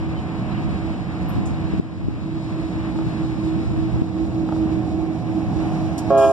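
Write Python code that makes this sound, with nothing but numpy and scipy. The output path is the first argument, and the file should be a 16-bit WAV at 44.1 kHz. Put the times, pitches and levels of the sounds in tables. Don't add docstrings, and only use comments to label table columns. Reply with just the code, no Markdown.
import sys
import numpy as np
from scipy import signal
from scipy.fft import rfft, irfft
from scipy.io import wavfile
from scipy.ndimage import uniform_filter1d, minimum_filter1d

SR = 44100
rng = np.random.default_rng(int(sys.argv[2]) if len(sys.argv) > 2 else 0)


def transcribe(u):
    v = np.clip(np.atleast_2d(u).T, -1, 1)
    q = np.round(v * 32767).astype(np.int16)
    wavfile.write(sys.argv[1], SR, q)


N = 278712
T = np.arange(N) / SR
FREQ = np.maximum(np.arange(N // 2 + 1) * SR / N, 1)
CROSSING_SAMPLES = 2


def undb(db):
    return 10 ** (np.asarray(db) / 20)


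def unit(x):
    return x / np.sqrt(np.mean(x ** 2))


def curves(table):
    times, *columns = np.transpose(table)
    return [np.interp(T, times, column) for column in columns]


def bump(s, length_s):
    return np.exp(-(2 * (T - s) / length_s) ** 2)


def pan(db):
    return undb(np.array([[db], [-db]]) / 2)


def colour(x, spectrum):
    hz, db = np.transpose(spectrum)
    roll_off = np.minimum(1, np.minimum(FREQ / hz[0], hz[-1] / FREQ)) ** 3
    gain = undb(np.interp(np.log(FREQ), np.log(hz), db))
    return unit(irfft(rfft(x) * roll_off * gain, N))


def resonate(x, hz, half_width_hz):
    return unit(irfft(rfft(x) / (1 + ((FREQ - hz) / half_width_hz) ** 2) ** 2.4, N))


def walk(rate_hz):
    return unit(irfft(rfft(rng.standard_normal(N)) * np.exp(-(FREQ / rate_hz) ** 2), N))


def air(own_db):
    wave = rng.standard_normal(N)
    return np.array([wave, np.roll(wave, CROSSING_SAMPLES)]) + undb(own_db) * rng.standard_normal((2, N))


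# t/s, duration/s, level/dB, f/Hz, glide/(Hz/s)
CHIRP_NOTES = [(0.183, 0.038, -47.5, 3070, 0), (0.523, .03, -46, 3970, 2002), (.551, .018, -47, 2850, 3000),
               (0.575, 0.022, -48, 3050, -19000), (.765, .02, -51, 2920, -12000),
               (0.939, 0.045, -54, 3010, -1000)]

def chirps(waver=0.0173):
    out = 0
    for s, length_s, db, hz, glide_hz_s in CHIRP_NOTES:
        pitch = (hz + glide_hz_s * np.clip(T - s, -length_s, length_s)) * (1 + waver * walk(250))
        out = out + undb(db) * bump(s, length_s) * np.sin(2 * np.pi * np.cumsum(pitch) / SR)
    return out


# t/s, duration/s, relative level/dB
WIND_GUSTS = [(0.09, .2, -33.5), (0.663, 0.14, -23), (1.42, 0.29, -19.5), (1.677, 0.3, -23),
              (2.067, 0.37, -18.5), (2.994, 0.18, -22.5), (3.302, 0.35, -29), (3.72, 0.53, -20),
              (3.98, 0.071, -26), (4.42, 0.14, -23), (4.7, 0.26, -27), (5.55, 0.14, -24.5)]
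# f/Hz, relative level/dB
BREEZE_SPECTRUM = [(20, -38.5), (32, -32), (48, -7.5), (65, 8), (90, 0.5), (160, -11.5)]
# f/Hz, relative level/dB
EDDY_SPECTRUM = [(50, -12.5), (80, -5), (120, 8.5), (180, -5.5), (260, -5.5), (400, -15), (900, -52)]

def wind(flicker_db=4.0, opposed=0.55, calm_rumble_db=-30.5, calm_eddy_db=-37.5):
    gusts = sum(undb(db) * bump(s, length_s) for s, length_s, db in WIND_GUSTS)
    flow = np.array([rng.standard_normal(N) * undb(flicker_db * walk(21)) for _ in range(2)])
    flow = flow - opposed * flow[::-1]
    rumble = colour(flow, BREEZE_SPECTRUM) * np.hypot(undb(calm_rumble_db), gusts * undb(-13))
    eddies = colour(flow[::-1, ::-1], EDDY_SPECTRUM) * np.hypot(undb(calm_eddy_db), gusts * undb(-4.5))
    return rumble * pan(-4) + eddies * pan(1)


# t/s, level/dB, f/Hz
WIND_KNOCKS = [(1.738, -9, 220), (1.7989, 2, 235), (2.086, -4.5, 204), (2.9633, -15, 230),
               (4.021, -3.5, 196), (4.498, -19, 210)]

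def buffets(half_length_s=0.0018):
    port_phase = np.array([[0], [2.4]])
    out = np.zeros((2, N))
    for s, db, hz in WIND_KNOCKS:
        t = T - s
        out += undb(db) * np.exp(-(t / half_length_s) ** 2) * np.cos(2 * np.pi * hz * t + port_phase)
    return out * pan(5.1)


# t/s, level/dB
SWITCH_BLOWS = [(2.958, -27), (2.989, -23.5), (3.022, -27), (4.490, -21.5), (4.524, -20.5), (4.564, -26)]
# f/Hz, relative level/dB, decay time/s
SWITCH_MODES = [(620, -4, .004), (860, -2, .0035), (1240, -9, .003)]

def clacks():
    blows = np.zeros(N)
    for s, db in SWITCH_BLOWS:
        blows[int(s * SR)] = undb(db)
    ring = sum(undb(db) * np.exp(-T / decay_s) * np.sin(2 * np.pi * hz * T)
               for hz, db, decay_s in SWITCH_MODES)
    return signal.fftconvolve(blows, ring)[:N]


# t/s, relative roar level/dB, relative hiss level/dB
ROLLING_LEVELS = [(0, -41, -52), (1.3, -41.5, -52.5), (2.1, -41.5, -50), (3.5, -42, -50), (4.3, -44.5, -53),
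                  (5.1, -45, -53.5), (6.1, -41, -49.5)]
# f/Hz, relative level/dB
ROAR_SPECTRUM = [(200, -17.5), (400, -13), (600, -3.5), (1050, -0.5), (1400, -8), (1800, -7), (2200, -6),
                 (2800, -13), (4500, -28)]
# f/Hz, relative level/dB
HISS_SPECTRUM = [(1300, -19.5), (2200, 5), (2900, -16), (4000, 3.5), (4700, -5), (5500, -7), (6400, -13),
                 (7600, -9.5), (9500, -19.5), (12000, -32.5), (14500, -40.5)]

def wheels(swell_db, lean_db=5):
    roar_db, hiss_db = curves(ROLLING_LEVELS)
    roar = colour(air(5), ROAR_SPECTRUM) * undb(roar_db + swell_db + 1.5 + 0.9 * walk(9.9)) * pan(1.5)
    brightness = undb(np.interp(T, [1.5, 6], [-22, -7]))
    sides = []
    for _ in range(2):
        body = colour(air(1), HISS_SPECTRUM)
        treble = resonate(air(0.94), 5600, 1400) + undb(-6) * resonate(air(0.9), 9000, 3500)
        sides.append((body + brightness * treble) * pan(lean_db))
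    left, right = sides[0], sides[1][::-1]
    turn = np.pi / 2 * np.interp(T, [3.8, 4.4], [0, 1])
    hiss = left * np.cos(turn) + right * np.sin(turn)
    return roar + hiss * undb(hiss_db + swell_db + walk(15))


# t/s, level/dB, f/Hz, half-width/Hz, rise time/s, decay onset/s, decay time/s
VALVE_BURSTS = [(1.2865, -44, 12500, 1500, .003, .003, 0.011), (1.284, -55, 11500, 4200, .01, .01, 0.05),
                (1.453, -45, 7100, 3600, .006, .004, 0.033), (5.976, -34.5, 6900, 6400, .006, .012, 0.012),
                (6.172, -36, 7000, 6000, .007, .005, 0.015), (6.175, -34.5, 6400, 6500, .007, .005, 0.43)]

def air_valves():
    out = np.zeros((2, N))
    for s, db, hz, half_width_hz, rise_s, hold_s, decay_s in VALVE_BURSTS:
        envelope = np.clip((T - s) / rise_s, 0, 1) * np.exp(-np.maximum(T - s - hold_s, 0) / decay_s)
        out += undb(db) * envelope * resonate(air(1.9), hz, half_width_hz)
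    return out


# f/Hz, relative level/dB
WHINE_TONES = [(730.7, 0.5), (764, -5.5), (690, -12), (647, -8.5), (1074, -15), (2288, -14)]
# t/s, level/dB
WHINE_ENVELOPE = [(0, -47.5), (1.4, -47), (2.4, -60), (4, -51.5), (4.7, -44), (5.3, -44), (6.1, -40.5)]

def whines(waver=0.0012, flutter_db=1.2):
    level_db, = curves(WHINE_ENVELOPE)
    out = 0
    for hz, db in WHINE_TONES:
        phase = 2 * np.pi * np.cumsum(hz * (1 + waver * walk(11.9))) / SR
        out = out + undb(db) * unit(np.sin(phase) * undb(flutter_db * walk(12)))
    return out * undb(level_db)


# f/Hz, relative level/dB
FAN_SPECTRUM = [(430, -31.5), (540, -10), (630, 15), (740, 9.5), (850, 8.5), (1050, -11.5)]

def fans():
    return colour(air(-13), FAN_SPECTRUM) * pan(-1.5)


# t/s, level/dB
HUM_ENVELOPE = [(0, -31.5), (.45, -35.5), (.85, -31), (1.05, -36.5), (1.7, -30), (2.15, -33.5),
                (2.33, -28.5), (2.8, -28.5), (3.45, -24.5), (3.8, -28.5), (4.03, -28), (4.22, -26),
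                (4.6, -21.5), (4.85, -24), (5.3, -28.5), (5.7, -27), (6.3, -29)]
# t/s, level of the second engine re the first/dB
BEAT_MINIMA = [(.25, -7), (.47, -10), (.72, -9.5), (1.02, -12), (1.32, -7.5), (1.53, -12.5), (1.86, -22),
               (2.2, -5.5), (2.45, -8), (2.72, -12.5), (2.9, -11), (3.12, -6), (3.34, -11.5), (3.69, -5.5),
               (3.93, 2), (4.1, -11), (4.31, -1), (4.475, -10.5), (4.88, -18), (5.23, -2), (5.5, -7),
               (5.76, -16.5), (6, -10.5), (6.14, -2)]
# f/Hz, half-width/Hz, level re the hum/dB
HUM_SIDE_TONES = [(306.2, 3.3, -13), (363.5, 3, -19.5)]

def engine_hum(hum_hz=323.7, sag_hz_per_s=0.8, waver=0.0025, flutter_db=2.0, skirt_db=-20):
    hz = (hum_hz - sag_hz_per_s * T) * (1 + waver * walk(14.3))
    phase = 2 * np.pi * np.cumsum(hz) / SR + np.array([[0], [.55]])
    level_db, = curves(HUM_ENVELOPE)
    second_db, = curves(BEAT_MINIMA)
    lull_times = [s for s, _ in BEAT_MINIMA]
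    slipped_cycles = np.r_[-.5, np.arange(len(lull_times)), len(lull_times) - .5]
    slip = 2 * np.pi * np.interp(T, [0, *lull_times, T[-1]], slipped_cycles)
    tone = unit(np.sin(phase) - undb(second_db) * np.sin(phase + slip)) * undb(flutter_db * walk(30))
    skirt = undb(skirt_db) * resonate(air(-11), hum_hz, 38.5)
    sides = sum(undb(db) * resonate(air(-3.5), side_hz, half_width_hz)
                for side_hz, half_width_hz, db in HUM_SIDE_TONES)
    lean_db = np.interp(T, [2.5, 5], [-2.1, -6.65])
    return unit(tone + skirt + sides) * pan(1) ** lean_db * undb(level_db)


# f/Hz, relative level/dB
EXHAUST_SPECTRUM = [(45, -17.5), (60, -9.5), (85, -0.5), (120, -1.5), (150, -4), (190, 3), (235, -4),
                    (280, -3.5), (400, -15), (560, -17), (900, -30)]
# f/Hz, half-width/Hz, level re the rumble/dB
EXHAUST_THROBS = [(119.4, 7, -11.5), (152.5, 4.5, -10)]

def exhaust(firing_hz=109.9, scatter_db=2, smear_s=0.022, pulse_db=-6):
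    cycles = np.cumsum(firing_hz * (1 + 0.00449 * walk(3.44))) / SR
    firings = np.flatnonzero(np.diff(np.floor(cycles)))
    strengths = np.resize(rng.standard_normal(size=12), len(firings)) + 0.63
    pulses = np.zeros(N)
    pulses[firings] = strengths * undb(scatter_db * rng.standard_normal(len(firings)))
    smeared = signal.fftconvolve(pulses, rng.standard_normal(N) * np.exp(-T / smear_s))[:N]
    throb = sum(undb(db) * resonate(air(-8), hz, half_width_hz)
                for hz, half_width_hz, db in EXHAUST_THROBS)
    rumble = colour(undb(pulse_db) * unit(smeared) + air(-7.5), EXHAUST_SPECTRUM)
    return unit(rumble + throb) * pan(-4)


BELL_FUNDAMENTALS = [270.1, 333.3, 405.0, 541.5]
# rise time/s, overshoot/1, initial sharpness/1,
# share of the pressure swell/1, relative level of the brassy top/dB
BELL_RESPONSES = [(0.005, 0.71, 0.0047, .3, -42.5), (0.012, 0.1, 0.0051, 0.52, -50),
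                  (0.005, 0.23, 0.0027, 0.47, -44), (0.005, 0.79, 0.0089, 0.4, -61)]
# relative level/dB, left minus right/dB
BELL_HARMONICS = [
    [(-32, -5), (-30.5, 1), (-39.5, -7), (-47, -4), (-31.5, 8)],
    [(-27, 5.5), (-6.5, -1), (-28, 4), (-49, -1), (-39, 2)],
    [(-18.5, -9), (-25, 7), (-32.5, 4.5), (-32.5, 12.5), (-62, -5), (-33.5, 3.5)],
    [(-17.5, -6), (-26.5, -4)],
]

def horn(start_s=6.099, full_s=6.238, attack_s=0.007, build_db_per_s=72, ease_db_per_s=73,
         settle_s=0.06, sag_per_s=0.062, waver=0.0018, steepen=0.29, gain_db=1.5):
    age = np.maximum(T - start_s, 0)
    past_full = np.maximum(T, start_s) - full_s
    pressure_db = np.minimum(build_db_per_s * past_full, -ease_db_per_s * past_full)
    sag = 1 - sag_per_s * past_full
    surge = bump(start_s + 0.014, 0.04)
    chord = 0
    for hz, response, harmonics in zip(BELL_FUNDAMENTALS, BELL_RESPONSES, BELL_HARMONICS):
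        rise_s, overshoot, sharp, follow, brass_db = response
        pitch = hz * sag * (1 + sharp * np.exp(-age / settle_s) + waver * walk(50))
        phase = 2 * np.pi * np.cumsum(pitch) / SR
        phase -= phase[int((start_s + attack_s) * SR)]
        phase = np.array([np.roll(phase, CROSSING_SAMPLES), phase])
        flutter = undb(0.8 * walk(25))
        envelope = np.sqrt(2) * (1 - np.exp(-age / rise_s)) * (1 + overshoot * surge) * flutter
        for k, (db, pan_db) in enumerate(harmonics, 1):
            swell_db = pressure_db * (follow + steepen * (k - 1))
            chord = chord + envelope * undb(db + swell_db) * pan(pan_db) * np.cos(k * phase)
        first, last = int(2600 / hz) + 1, int(3600 / hz)
        brass = undb(brass_db + 2.3 * pressure_db + 3.5 * walk(124))
        for k in range(first, last + 1):
            chord = chord + brass * undb(first - k) * np.cos(k * phase)
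    rasp_spectrum = [(300, -17), (560, -5), (800, 2), (1250, -1.5), (1800, -18), (3000, -32), (4500, -30)]
    rasp = undb(pressure_db - 29) * colour(air(7.9), rasp_spectrum)
    squawk = undb(-23) * resonate(air(-11), 580, 55) * np.exp(-age / 0.077) * pan(-11)
    return (chord + rasp + squawk) * undb(gain_db) * np.minimum(age / attack_s, 1)


# t/s, duration/s, gain/dB
AIR_SWELLS = [(0.705, 0.5, 2), (1.304, 0.22, 2), (3.146, 0.18, 2), (4.687, 0.47, 2), (5.648, 0.21, 2.5)]

def scene(speed_m_s=16.3, abreast_s=7.22, track_distance_m=23.3):
    nearness = track_distance_m ** 2 / (track_distance_m ** 2 + (speed_m_s * (T - abreast_s)) ** 2)
    closing = (nearness - nearness[0]) / (1 - nearness[0])
    swell_db = sum(db * bump(s, length_s) for s, length_s, db in AIR_SWELLS)
    exhaust_db = -28 + 3.5 * closing + swell_db
    fan_db = -45.5 + 15.5 * closing + swell_db
    locomotive = exhaust() * undb(exhaust_db) + engine_hum() + fans() * undb(fan_db) + whines()
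    train = locomotive + wheels(swell_db) + clacks() + air_valves()
    return train + chirps() + horn() + wind() + buffets()


def limiter(x, limit_db=-3, release_db_per_s=9):
    peak_db = 20 * np.log10(np.abs(x).max(axis=0) + 1e-9)
    over_db = np.maximum(peak_db - limit_db, 0)
    held_db = np.maximum.accumulate(over_db + release_db_per_s * T) - release_db_per_s * T
    return x * uniform_filter1d(minimum_filter1d(undb(-held_db), size=129), size=129)


def record(dry, widen_hz=1080, lag_s=21 / SR, top_hz=14280):
    fade_out = np.minimum(1, (T[-1] - T) / .003)
    ports = rfft(dry * fade_out)
    share = .85 / (1 + (widen_hz / FREQ) ** 6) / (1 + (FREQ / 9000) ** 2)
    delayed_opposite = np.exp(-2j * np.pi * FREQ * lag_s) * ports[::-1]
    wide = (ports - share * delayed_opposite) / np.sqrt(1 + share ** 2)
    limited = limiter(irfft(wide, N))
    return signal.sosfilt(signal.ellip(10, .2, 80, top_hz, fs=SR, output="sos"), limited)


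dry = scene()
out = record(dry)
transcribe(out)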